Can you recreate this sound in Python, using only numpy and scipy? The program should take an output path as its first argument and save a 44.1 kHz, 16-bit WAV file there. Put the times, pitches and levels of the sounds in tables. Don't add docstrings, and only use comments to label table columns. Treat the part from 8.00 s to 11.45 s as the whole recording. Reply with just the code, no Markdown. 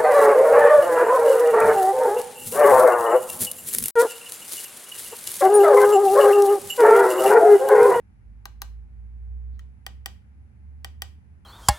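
import sys
import numpy as np
from scipy import signal
from scipy.fft import rfft, irfft, next_fast_len
from scipy.io import wavfile

SR = 44100
rng = np.random.default_rng(int(sys.argv[2]) if len(sys.argv) > 2 else 0)


def persist_wave(psi):
    counts = np.round(np.clip(psi, -1, 1) * 32767).astype(np.int16)
    wavfile.write(sys.argv[1], SR, np.atleast_2d(counts).T)


N = 152145
TIME = np.arange(N) / SR
TREBLE_HZ = 4000


def from_db(db):
    return 10 ** (np.asarray(db) / 20)


def at_hz(rows, hz, column=1):
    rows = np.array(rows)
    return np.interp(np.log(np.maximum(hz, 1)), np.log(rows[:, 0]), rows[:, column])


def pan(db):
    return from_db(np.array([[.5], [-.5]]) * db)


def high_pass(x, hz):
    return signal.sosfilt(signal.butter(1, hz, "high", fs=SR, output="sos"), x)


def band_pass(x, edges_hz):
    return signal.sosfilt(signal.butter(2, edges_hz, "band", fs=SR, output="sos"), x)


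def convolve(x, response):
    return signal.fftconvolve(np.atleast_2d(x), response, axes=1)[:, :N]


def dying_noise(t60_s, delay_s=0):
    t = TIME[:SR // 2] - delay_s
    burst = rng.standard_normal((2, len(t))) * (t >= 0) * from_db(-60 * np.maximum(t, 0) / t60_s)
    return burst / np.sqrt(np.sum(burst ** 2, axis=1, keepdims=True))


def room_tone(level_db=-52):
    # f/Hz, relative level/dB
    spectrum = [(25, -18.5), (45, -6.5), (70, 5), (110, 3), (150, -12.5), (190, -5), (250, -12.5),
                (320, -20.5), (550, -28.5), (680, -30), (820, -24.5), (1050, -32.5), (1500, -31),
                (2300, -32.5), (3300, -46.5), (6000, -49), (8500, -52.5), (12000, -58), (16000, -67)]
    # f/Hz, half-width/Hz, relative level/dB
    whines = [(9200, 50, -41.5), (10420, 290, -46)]
    # f/Hz, likeness (-1..1), left minus right/dB
    image = [(60, 0.92, -1), (138, 0.79, -4), (295.5, 0.16, -1), (817, -0.17, 2.5), (8000, -0.12, 1.5)]
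    size = next_fast_len(N)
    mid, side = rfft(rng.standard_normal((2, size)))
    hz = np.arange(len(mid)) * SR / size
    alike = at_hz(image, hz)
    stereo = np.sqrt(1 + alike) * mid + np.sqrt(1 - alike) * side * np.array([[1], [-1]])
    colour = from_db(at_hz(spectrum, hz))
    for centre, width, db in whines:
        colour += from_db(db) * np.exp(-.5 * ((hz - centre) / width) ** 2)
    noise = irfft(stereo * colour * pan(at_hz(image, hz, column=2)), size)[:, :N]
    return from_db(level_db) * noise / np.std(noise)


def drone(start_hz=51.2, climb_hz_per_s=7.1, left_lag_s=0.0023):
    # t/s, level/dB
    swell = [(0, -67), (.18, -52), (.3, -44.5), (.45, -47), (.72, -38), (.84, -40.5), (.89, -47),
             (1.0, -38.5), (1.12, -40.5), (1.32, -34), (1.52, -34.5), (1.68, -42), (1.83, -52.5),
             (1.94, -41.5), (2.15, -45), (2.27, -55.5), (2.4, -47.5), (2.52, -56), (2.68, -43),
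             (3.04, -42.5), (3.2, -51), (3.45, -51.5)]
    t = TIME - np.array([[left_lag_s], [0]])
    cycles = start_hz * t + climb_hz_per_s * t ** 2 / 2
    level = from_db(np.interp(TIME, *np.transpose(swell)))
    return pan(db=-3.5) * level * np.sqrt(2) * np.sin(2 * np.pi * cycles)


def room(x):
    # f/Hz, level against the direct sound/dB, t60/s
    tail = [(297.3, -7, 0.32), (700, -10.5, 0.19), (1500, -17, 0.35), (3000, -14, 0.3), (5000, -17, .28),
            (8000, -19.5, .25), (12000, -30, 0.42), (16000, -29.5, .2)]
    response = from_db(-12.5) * dying_noise(t60_s=0.024, delay_s=0.0023)
    edges = np.geomspace(200, 17000, 14)
    for low, high in zip(edges, edges[1:]):
        hz = np.sqrt(low * high)
        decay = dying_noise(t60_s=at_hz(tail, hz, column=2), delay_s=0.0099)
        response += from_db(at_hz(tail, hz)) * band_pass(decay, [low, high])
    return convolve(x, response)


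def brush(at_s=1.555, width_s=0.02, centre_hz=3990, level_db=-78):
    edges_hz = centre_hz * np.exp([-0.126, 0.126])
    hiss = band_pass(rng.standard_normal((2, N)), edges_hz)
    envelope = np.exp(-.5 * ((TIME - at_s) / width_s) ** 2)
    return from_db(level_db) * hiss / np.std(hiss) * envelope


def impulses(snaps):
    clicks = np.zeros(N)
    for s, db, treble_db in snaps:
        click = np.zeros(N)
        click[int(s * SR)] = from_db(db)
        clicks += click + (from_db(treble_db) - 1) * high_pass(click + 1e-18, TREBLE_HZ)
    return clicks


def button(clicks, modes, build_cycles=5.9):
    # f/Hz, left minus right/dB, left's phase lead/rad
    ports = [(500, 2, .6), (750, 1.5, .5), (1000, 7, .4), (1550, 2, 1.6), (1880, 4, .8), (2400, 0, 2.2),
             (3100, -1, 2.8), (4000, 0, -1.1), (4800, 3, .2), (6200, 1, .2), (8000, 3, -.9),
             (12000, 0, -1.1), (14500, 0, 2)]
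    t = TIME[:SR // 4]
    crack = from_db(-15) * high_pass(dying_noise(t60_s=.005), TREBLE_HZ)[0, :len(t)]
    body = np.zeros((2, len(t)))
    for k, (hz, db, t60) in enumerate(modes):
        swell = 1 - np.exp(-t * hz / build_cycles)
        envelope = swell * from_db(-60 * t / t60)
        lead = np.array([[.5], [-.5]]) * at_hz(ports, hz, column=2)
        ring = 2 * envelope / envelope.sum() * np.cos(2 * np.pi * hz * t + lead)
        body += (-1) ** k * from_db(db) * pan(at_hz(ports, hz)) * ring
    return convolve(clicks, crack + body)


def scene():
    # t/s, level/dB, treble lift/dB
    upper_snaps = [(0.4552, -3.5, -4), (0.6183, -1.5, 2)]
    lower_snaps = [(1.8647, -1, -4), (2.0592, 0.5, 0.5), (2.8458, -2, -3.5), (3.0201, 0, 1.5)]
    # t/s, level/dB, treble lift/dB
    touches = [(1.5931, -9, -13)]
    # f/Hz, resonance height/dB, t60/s
    upper_modes = [(388, -7, .03), (505, -14, 0.075), (680, -3, 0.036), (812, 7.5, .042),
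                   (1002, 1.5, 0.013), (1185, 5, 0.012), (1564, 6.5, 0.019), (1890, 1, 0.02),
                   (2350, -6, 0.0099), (2860, 1.5, .009), (4110, 3, 0.0052), (5100, -4, .005),
                   (6200, 0.5, .005), (7250, -8, .004), (10170, -10.5, 0.0021), (11600, -4, .003),
                   (14500, 2, 0.0037)]
    lower_modes = [(357.6, -6, 0.075), (480, -6.5, 0.014), (696, -0.5, 0.023), (794, 6, 0.042),
                   (1012, -5, 0.0095), (1208, 1, .018), (1524, 1.5, 0.016), (1899, 8, 0.019),
                   (2400, 1, .01), (3090, 7.5, 0.0057), (3653, -6.5, 0.0065), (4743, 1.5, 0.0046),
                   (5710, -1.5, 0.0043), (7660, -0.5, 0.0033), (10600, -7, 0.009), (11700, -4, 0.0019),
                   (14550, -1, .003)]
    touch_modes = [(1290, -4, 0.012), (1570, -7.5, .026), (1880, 1.5, 0.014), (2900, -10, 0.0085),
                   (3140, -2.5, 0.015), (3950, -7.5, 0.0086), (6200, -30, 0.002)]
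    upper, lower, touch = impulses(upper_snaps), impulses(lower_snaps), impulses(touches)
    panel = button(upper, upper_modes) + button(lower, lower_modes) + button(touch, touch_modes)
    spill = from_db(-4.5) * (upper + lower) + from_db(-6) * touch
    return panel + room(panel) + room(spill) + brush() + drone() + room_tone()


def record(dry):
    return signal.sosfilt(signal.ellip(10, .1, 80, 16500, fs=SR, output="sos"), dry)


dry = scene()
out = record(dry)
persist_wave(out)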